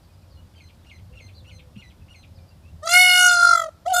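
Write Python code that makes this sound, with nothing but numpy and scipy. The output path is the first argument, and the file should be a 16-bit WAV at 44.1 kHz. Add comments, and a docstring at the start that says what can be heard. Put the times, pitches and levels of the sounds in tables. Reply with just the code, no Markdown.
"""A peacock screams close to the microphone, on a lawn: one full call and the start of a second, its voice
a stack of overtones that throbs about 46 times a second and echoes faintly off hedges and walls.
Before it, small birds chirp far off, a dove coos, a nearer bird repeats a whistled two-note call, and
something thuds softly. An idling engine and traffic rumble throughout, under a faint outdoor hiss.
One microphone feeds both channels."""
import sys
import numpy as np
from scipy import signal
from scipy.fft import rfft, irfft, next_fast_len
from scipy.io import wavfile
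from scipy.ndimage import uniform_filter1d, map_coordinates

SR = 44100
rng = np.random.default_rng(int(sys.argv[2]) if len(sys.argv) > 2 else 0)


def transcribe(signal):
    """Save signal, clipped to [-1, 1], as a 16-bit WAV file at the path in sys.argv[1]."""
    frames = np.atleast_2d(signal).T
    limited = np.clip(frames, -1, 1)
    pcm = np.round(limited * 32767).astype(np.int16)
    wavfile.write(sys.argv[1], SR, pcm)


N = 176400
T = np.arange(N) / SR

# Level of the low rumble, with a dip under the scream where a recorder's automatic gain would duck it.
# Each row: time in seconds, level in dB.
RUMBLE_LEVELS = [(0, -50.5), (.45, -47), (.7, -49.5), (.95, -49), (1.1, -45), (1.35, -45.5), (1.5, -46.5),
                 (2.0, -48.5), (2.3, -47.5), (2.55, -49.5), (2.75, -44), (2.9, -51.5), (3.05, -47),
                 (3.15, -55.5), (3.45, -53.5), (3.6, -53.5), (4.0, -50)]
# Spectra of the traffic and the outdoor hiss. 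Each row: frequency in Hz, relative level in dB.
TRAFFIC_SPECTRUM = [(13, -64), (22, -20), (70, -2), (86, 0.5), (118, -8.5), (172, -11), (225, -17.5),
                    (249, -17), (278, -35), (328, -35.5), (363, -37.5), (407, -28.5), (450, -48),
                    (580, -68.5), (990, -120)]
HISS_SPECTRUM = [(180, -21.5), (300, -0.5), (455, -10), (528, -3.5), (2170, -19), (2480, -19),
                 (4910, -18.5), (6300, -23.5), (14500, -27.5), (16000, -40)]
# Far birds. Each row: start and length in seconds, first, middle and last pitch in Hz, level in dB.
FAR_CHIRPS = [(.02, .04, 4900, 4670, 4500, -73), (.12, 0.036, 4600, 4900, 4700, -76),
              (0.088, 0.033, 2480, 2480, 2450, -71), (0.185, 0.035, 4760, 4800, 4750, -73),
              (.225, 0.027, 2480, 2470, 2460, -77), (0.294, 0.025, 5900, 4970, 4500, -77),
              (0.306, .03, 5300, 4500, 4170, -71), (0.334, 0.062, 4340, 4186, 4210, -68),
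              (0.371, 0.037, 2930, 2896, 2920, -64.5), (0.527, 0.022, 3420, 3400, 3400, -75),
              (0.556, 0.032, 4920, 4440, 3480, -69), (0.581, 0.006, 2650, 2590, 2580, -57),
              (0.791, .025, 4040, 3860, 4000, -70), (.82, .03, 3250, 3500, 4140, -71),
              (1.126, 0.033, 2690, 2680, 2250, -68), (1.331, 0.03, 3200, 3830, 4200, -64),
              (1.35, 0.066, 4180, 4050, 3270, -58.5), (1.339, 0.056, 4320, 4660, 4200, -62),
              (1.442, 0.043, 2680, 2690, 2600, -60.5), (1.594, 0.024, 3820, 3540, 3200, -63),
              (1.747, 0.04, 2730, 2710, 2470, -63.5), (1.98, 0.019, 3450, 3410, 3500, -70.5),
              (2.004, 0.023, 2920, 2660, 2550, -72), (2.354, 0.042, 5160, 4520, 3200, -68),
              (2.375, 0.051, 4150, 4700, 5500, -69), (2.38, 0.044, 2490, 2380, 2350, -69),
              (2.473, .025, 5020, 4780, 4780, -67.5), (2.508, 0.019, 2750, 2740, 2750, -68),
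              (2.63, .075, 2410, 2660, 2740, -65.5)]
DOVE_COOS = [(.27, 0.2, 504, 535, 480, -65), (1.085, 0.19, 484.5, 521, 507, -61.5),
             (1.35, 0.38, 520.4, 512.5, 489, -64.5), (2.28, 0.2, 537, 538, 520, -67)]
# The nearer bird. Each row: start of the second note in seconds, first note's pitch in Hz and level in
# dB, second note's pitch in Hz, length in seconds, level in dB and overtone level in dB, and the first
# note's sag as a share of its pitch.
TWO_NOTE_CALLS = [(0.598, 3117, -61, 2052, 0.09, -67, -68.5, 0.028),
                  (0.907, 2810, -58, 2040, 0.074, -59, -69, -0.016),
                  (1.194, 2770, -55.5, 2080, 0.088, -60, -65, .06),
                  (1.506, 2883, -56.5, 2057, 0.081, -66, -63.5, -.08),
                  (1.817, 2836, -54, 1976, 0.085, -59.5, -68, -0.015),
                  (2.142, 2860, -56.5, 2056, 0.089, -64, -64.5, 0.018)]
# Partials of its notes and rasps. 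Each row: multiple of the pitch, relative level in dB.
FIRST_NOTE_PARTIALS = [(.5, -14), (1.5, -16), (2, -15), (2.5, -22), (3, -21), (3.5, -24)]
SECOND_NOTE_PARTIALS = [(2, 3), (3, -3), (4, -13), (5, -14)]
RASP_PARTIALS = [(1, -2), (.9, 0), (.8, 0), (.71, 0)]
# The thud's modes. Each row: frequency in Hz, relative level in dB, seconds to die away by 60 dB.
THUD_MODES = [(201, 7, 0.081), (116, 3.5, 0.11), (305, -27, .05)]
# The peacock, one list a call. Each row: time in seconds, pitch in Hz, levels of partials 1, 2, 3, 4
# and of the higher ones together in dB, beak posture 0-4, throb depth 0-1, throbs a second,
# hoarseness 0-1.
SCREAMS = [
    [(2.82, 585, -56, -64, -74, -90, -89, -8, 0.3, 43, .28),
     (2.832, 611, -38, -36.5, -49, -80, -47.5, 0.5, 0.25, 36, 0.2),
     (2.861, 675, -33.5, -37, -59, -66, -41, 4, 0.55, 56, 0.2),
     (2.868, 663, -35, -26, -41, -46, -31, 2, 0.9, 58, 0.3),
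     (2.91, 694.5, -29, -27, -36, -32.5, -22, 3, 0.29, 53, 0.2),
     (2.94, 714, -24, -16.5, -18, -21.5, -17.5, 0, .1, 59, 0.15),
     (2.97, 725, -22.5, -18, -10, -21, -19, 0.5, 0, 50, 0.16),
     (3.015, 730, -24, -29, -11, -22.5, -19.5, -0.5, 0.15, 47.5, 0.02),
     (3.06, 727.8, -27.5, -23.5, -14, -20, -22.5, -2.5, 0.14, 65, 0.11),
     (3.13, 721.8, -29.5, -21, -17, -17.5, -21.5, 0, 0.08, 48, 0.09),
     (3.2, 724.2, -28.5, -15, -24, -18, -19, 0.5, 0.18, 60.5, 0.07),
     (3.27, 721.4, -27.5, -11, -33.5, -22.5, -20, 1, 0.02, 55, 0.04),
     (3.32, 710.2, -29.5, -15, -40.5, -32.5, -21.5, 2.74, 0.26, 59, 0.22),
     (3.38, 698, -30, -17, -47, -46, -25.5, 2, 0, 44.4, 0.12),
     (3.44, 700, -32.5, -9.5, -45, -48.5, -24, 2.5, 0.64, 48, 0.18),
     (3.488, 698, -32.5, -13, -44, -50, -24.5, 2, 0.58, 48, 0),
     (3.512, 695.4, -33.5, -11, -40, -53, -25.5, 1.5, 0.69, 50, 0.2),
     (3.57, 680, -34, -16, -32, -64, -29.5, 3, 0.87, 44, 0.01),
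     (3.63, 660, -34, -28, -39, -63, -40, 3, 0.89, 50, 0.12),
     (3.69, 627.6, -34.5, -47.5, -60.5, -68, -57, 2.5, 1, 33, 0.02),
     (3.705, 655, -81, -75.5, -83, -97.5, -86.5, 4.5, 0.87, 68, 0.01)],
    [(3.853, 621, -54, -60, -80, -99.5, -75, 3, 0.53, 48, 0.4),
     (3.864, 660, -22.5, -31, -40, -77, -40, 2.63, 0.43, 28, 0.3),
     (3.88, 721.7, -21.5, -62.5, -58, -46.5, -44, 2.7, 0.75, 46, 0.45),
     (3.9, 764, -26, -46, -57, -43.5, -44, 2.8, 0.75, 39, 0.3),
     (3.926, 743, -18, -43, -51, -40, -41.5, 2.3, 0.5, 60, .4),
     (3.94, 708, -22, -24.5, -52, -55, -23.5, 4.7, 0.35, 38, 0.31),
     (3.97, 721, -24.5, -18.5, -48, -39.5, -21.5, 3.3, 0.71, 57, 0),
     (4.0, 712, -22, -21, -55, -40, -24, 4.4, 0, 37, 0.1)],
]
# Its tone in five beak postures, one list each, heard from partial 5 up.
# Each row: partial number, relative level in dB.
BEAK_POSTURES = [
    [(1, -12), (2, -11), (3, 0), (4, -9), (5, -19), (6, -13.5), (7, -16), (8, -21.5), (9, -26), (10, -23.5),
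     (11, -26), (12, -21.5), (13, -19.5), (14, -21.5), (15, -25.5), (16, -29), (17, -27.5), (18, -25),
     (19, -40), (20, -43), (21, -41.5)],
    [(1, -14), (2, 0), (3, -14), (4, -7), (5, -24), (6, -22), (7, -20), (8, -11), (9, -12), (10, -15),
     (11, -19), (12, -15.5), (13, -19.5), (14, -22.5), (15, -25), (16, -26), (17, -30), (18, -38),
     (19, -30), (20, -33), (21, -39.5)],
    [(1, -18), (2, 0), (3, -32), (4, -39), (5, -29), (6, -18), (7, -19), (8, -23), (9, -24.5), (10, -25.5),
     (11, -34.5), (12, -33), (13, -31), (14, -31.5), (15, -33), (16, -44), (17, -51.5), (18, -63.5),
     (19, -56.5), (20, -61.5), (21, -53)],
    [(1, -4), (2, 0), (3, -12), (4, -37), (5, -21), (6, -28.5), (7, -28.5), (8, -29), (9, -27.5), (10, -23),
     (11, -21), (12, -33.5), (13, -36), (14, -29.5), (15, -37.5), (16, -37), (17, -43), (18, -39),
     (19, -33.5), (20, -41), (21, -49.5)],
    [(1, -1), (2, 0), (3, -30), (4, -21), (5, -9), (6, -15), (7, -18), (8, -29), (9, -10.5), (10, -4.5),
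     (11, -13.5), (12, -14), (13, -13), (14, -17), (15, -17.5), (16, -22), (17, -16.5), (18, -25),
     (19, -22), (20, -32.5), (21, -20.5)],
]
# How its partials throb. Each row: multiple of the pitch, depth of its own beat 0-1, that beat's lead
# in radians, share of the common throb 0-1.
PARTIAL_THROBS = [(1.001, 0, 0, 0.69), (1.86, 0.36, 4, 0.95), (2.93, 0.09, 1.5, 0.86),
                  (4.255, 0.43, 5.5, 0.45), (5.07, 0.6, 4, 1), (6, 0.2, 4.5, 0.51), (7.1, 0.7, 2.46, 1),
                  (8.64, 0.7, 3, 0.94), (8.54, 0.8, -0.5, 0.8), (9.7, 0.2, 6, 1), (11.7, 0.4, 2, 1),
                  (13.6, 0.1, 5.5, 0.69), (21, 0.2, -5.5, 0.93)]
# Its breath. Each row: frequency in Hz, relative level in dB.
BREATH_SPECTRUM = [(400, -27), (1000, -8), (1700, -3), (2200, 2), (2700, -10), (4000, -22), (6500, -10),
                   (12000, -8.5), (16000, -27.5)]


def amp(db):
    """Decibels as an amplitude."""
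    return 10 ** (np.asarray(db) / 20)


def unit(x):
    """x scaled to rms 1."""
    return x / np.sqrt(np.mean(x ** 2) + 1e-20)


def wobble(rate):
    """A smooth random curve, rate knots a second."""
    return map_coordinates(rng.standard_normal(int(N * rate / SR) + 4), [T * rate])


def filtered(x, response):
    """x through a gain that depends on frequency in Hz."""
    size = next_fast_len(N + SR // 2)
    return irfft(rfft(x, size) * response(np.fft.rfftfreq(size, 1 / SR)), size)[..., :N]


def rush(spectrum, patchy_db):
    """Coloured noise of rms 1 with patches of random gain."""
    bins = signal.stft(rng.standard_normal(N), nperseg=512)[2]
    patches = uniform_filter1d(uniform_filter1d(rng.standard_normal(bins.shape), 6, 0), 12, 1)
    noise = signal.istft(bins * amp(patchy_db * unit(patches)), nperseg=512)[1][:N]
    knot_hz, db = np.transpose([(10, -120), *spectrum, (SR / 2, -120)])
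    return unit(filtered(noise, lambda hz: amp(np.interp(np.log(hz + 1), np.log(knot_hz + 1), db))))


def echoed(dry, db, t60_s, gap_s):
    """The direct sound and, after a gap, a diffuse dying echo."""
    t = T[:SR // 2]
    tail = rng.standard_normal(len(t)) * amp(-60 * t / t60_s) * (t > gap_s)
    return dry + amp(db) * signal.fftconvolve(dry, tail / np.linalg.norm(tail))[:N]


def add_whistle(out, start, hz, db, partials=((1, 0),), flutter_db=4.5, flutter_per_s=200):
    """Adds a soft-ended note along the pitch curve hz; each partial flutters in level."""
    u = np.linspace(0, 1, len(hz))
    knots = np.linspace(0, 1, int(len(hz) * flutter_per_s / SR) + 2)
    phase = 2 * np.pi * np.cumsum(hz) / SR
    note = 0
    for multiple, partial_db in partials:
        flutter = np.interp(u, knots, rng.normal(0, flutter_db, len(knots)))
        note += amp(partial_db + flutter) * np.sin(multiple * phase)
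    fade = np.clip(9 * np.minimum(u, 1 - u), 0, 1)
    out[round(start * SR):][:len(hz)] += np.sqrt(2) * amp(db) * fade * note


def traffic_and_engine():
    """Low traffic noise with the wavering hum of an idling engine."""
    hum_hz = 89 + 3.88 * wobble(3.3)
    hum = np.sin(2 * np.pi * np.cumsum(hum_hz) / SR) * amp(-1 + 1.1 * wobble(11))
    level_db = np.interp(T, *np.transpose(RUMBLE_LEVELS))
    return amp(level_db) * unit(rush(TRAFFIC_SPECTRUM, patchy_db=1.5) + hum)


def outdoor_hiss():
    """The faint, steady noise of the open air."""
    return amp(-60.5) * rush(HISS_SPECTRUM, patchy_db=.7)


def far_birds():
    """Small birds and a dove, far off: each chirp or coo is one whistle bent through three pitches."""
    out = np.zeros(N)
    for start, length, first, middle, last, db in FAR_CHIRPS + DOVE_COOS:
        u = np.linspace(-1, 1, round(length * SR))
        hz = middle + (last - first) / 2 * u + ((first + last) / 2 - middle) * u ** 2
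        add_whistle(out, start, hz, db)
    return out


def two_note_bird():
    """The nearer bird: grit, a short high note, flicks, a longer note that drops to its pitch, a rasp."""
    out = np.zeros(N)
    grit_s, lead_s, flick_s, flick_gap_s, rasp_s = .018, .043, .022, .005, .028
    grit_hz = np.geomspace(3300, 2900, round(grit_s * SR))
    rasp_hz = np.geomspace(3920, 3236, round(rasp_s * SR))
    scratchy = dict(partials=RASP_PARTIALS, flutter_db=9, flutter_per_s=900)
    flick_t = T[:round(flick_s * SR)]
    flick_hz = 2400 + 2300 * np.exp(-flick_t / .0045)
    flick_swell_db = 3 * (flick_t / flick_s - 1)
    for start, first_hz, first_db, second_hz, length, second_db, overtone_db, sag in TWO_NOTE_CALLS:
        sagging_hz = first_hz * np.linspace(1 + sag / 2, 1 - sag / 2, round((lead_s - flick_gap_s) * SR))
        add_whistle(out, start - lead_s, sagging_hz, first_db, [(1, 0), *FIRST_NOTE_PARTIALS],
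                    flutter_per_s=400)
        add_whistle(out, start - lead_s - grit_s, grit_hz, first_db - 15, **scratchy)
        end = start + length
        closing_hz = 1900 + (2 * second_hz - 1900) * np.exp(-flick_t / .009)
        for k in range(2):  # a doubled downward flick joins the notes; a slower pair ends the call
            add_whistle(out, start + (k - 2) * flick_gap_s, flick_hz, first_db + flick_swell_db)
            add_whistle(out, end + (k - .5) * .006, closing_hz, overtone_db + 3.5, flutter_per_s=400)
        t = T[:round(length * SR)]
        glide_hz = second_hz * (1 + .2 * np.exp(-t / .011))
        add_whistle(out, start, glide_hz, second_db + 10 * (1 - 2 * t / length))
        add_whistle(out, start + .004, glide_hz[round(.004 * SR):], overtone_db, SECOND_NOTE_PARTIALS)
        add_whistle(out, end - .004, rasp_hz, overtone_db - 6.5, **scratchy)
    return out


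def thud(start_s=1.763):
    """One soft knock: three low modes that die away quickly."""
    t = np.clip(T - start_s, 0, None)
    attack = 1 - np.exp(-t / .005)
    ring = sum(amp(db - 60 * t / t60) * np.sin(2 * np.pi * hz * t) for hz, db, t60 in THUD_MODES)
    return amp(-34) * attack * ring


def pulse(phase, sharpness=2.08):
    """The shape of a throb, -1 to 1: peaked for sharpness above 1, flat-topped below."""
    return 2 * ((1 + np.cos(phase)) / 2) ** sharpness - 1


def scream(rows, crest_s, swing_hz=13, jitter_hz=18):
    """One peacock call: breath and harmonics that throb in level and pitch, one throb at crest_s."""
    times, *columns = np.transpose(rows)
    on = (T >= times[0]) & (T <= times[-1])
    t = T[on]
    hz, *low_db, high_db, posture, depth, rate, hoarse = [np.interp(t, times, c) for c in columns]
    throb = 2 * np.pi * np.cumsum(rate) / SR
    throb -= np.interp(crest_s, t, throb)
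    late_throb = throb - .58  # the upper partials and the breath lag behind
    hz = hz + swing_hz * depth * np.cos(throb + 2.9) + jitter_hz * hoarse * wobble(150)[on]
    phase = 2 * np.pi * np.cumsum(hz) / SR
    beak_db = np.array([[db for _, db in partials[4:]] for partials in BEAK_POSTURES])
    beak_db = beak_db - 10 * np.log10(np.sum(amp(beak_db) ** 2, 1, keepdims=True))  # equal power
    multiples, *throb_columns = np.transpose(PARTIAL_THROBS)
    uneven_db = depth * wobble(45)[on]
    voice = np.zeros(len(t))
    for k in range(1, 5 + beak_db.shape[1]):
        beat, lead, share = [np.interp(k, multiples, c) for c in throb_columns]
        if k < 5:
            db = low_db[k - 1]
            skirt, skirt_per_s = .28 * hoarse * (k > 1), 380
        else:
            db = high_db + np.interp(posture, range(len(beak_db)), beak_db[:, k - 5])
            skirt, skirt_per_s = .03 * min(k, 14) * (1 + depth / 2), 270
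            share *= .65  # the higher partials throb less
        common = pulse(throb, sharpness=.44) if k == 1 else pulse(late_throb if k > 3 else throb)
        own = pulse(throb + lead + .54 * wobble(13)[on])
        swell = 1 + share * depth * common + beat * (1 - depth) * own
        drift_db = 1.2 * (k > 4) * wobble(24.8)[on] + 5 * (k > 1) * hoarse * wobble(90)[on]
        # Fast flutter of level and phase spreads a skirt of noise around the partial.
        swell *= 1 + skirt * wobble(skirt_per_s)[on]
        slip = skirt * (1 + depth) * wobble(skirt_per_s)[on]
        slip += 6 * (k > 2) * hoarse ** 2 * wobble(450)[on]  # hoarseness scrambles the phase
        tone = np.sin(k * phase + slip + rng.uniform(0, 2 * np.pi))
        voice += np.sqrt(2) * amp(db + drift_db + uneven_db) * swell * tone
    breath_gain = amp(high_db - 11) * hoarse * (1 + depth * np.cos(late_throb))
    out = np.zeros(N)
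    out[on] = voice + breath_gain * rush(BREATH_SPECTRUM, patchy_db=-.5)[on]
    return out


def peacock():
    """Both calls, close to the microphone, with their faint echo from hedges and walls."""
    calls = scream(SCREAMS[0], crest_s=3.578) + scream(SCREAMS[1], crest_s=3.966)
    return echoed(calls, db=-33, t60_s=.45, gap_s=.039)


def scene():
    """The lawn from one spot, alike on both channels; the smaller birds echo briefly in the trees."""
    birds = echoed(two_note_bird() + far_birds(), db=-5, t60_s=.16, gap_s=.004)
    return np.tile(peacock() + birds + thud() + traffic_and_engine() + outdoor_hiss(), (2, 1))


def record(dry):
    """A soft limiter rounds the scream's loudest peaks; nothing passes above the band limit."""
    ceiling, knee, top_hz = .85, 5, 15600
    rounded = dry / (1 + np.abs(dry / ceiling) ** knee) ** (1 / knee)
    return filtered(rounded, lambda hz: hz < top_hz)


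dry = scene()
out = record(dry)
transcribe(out)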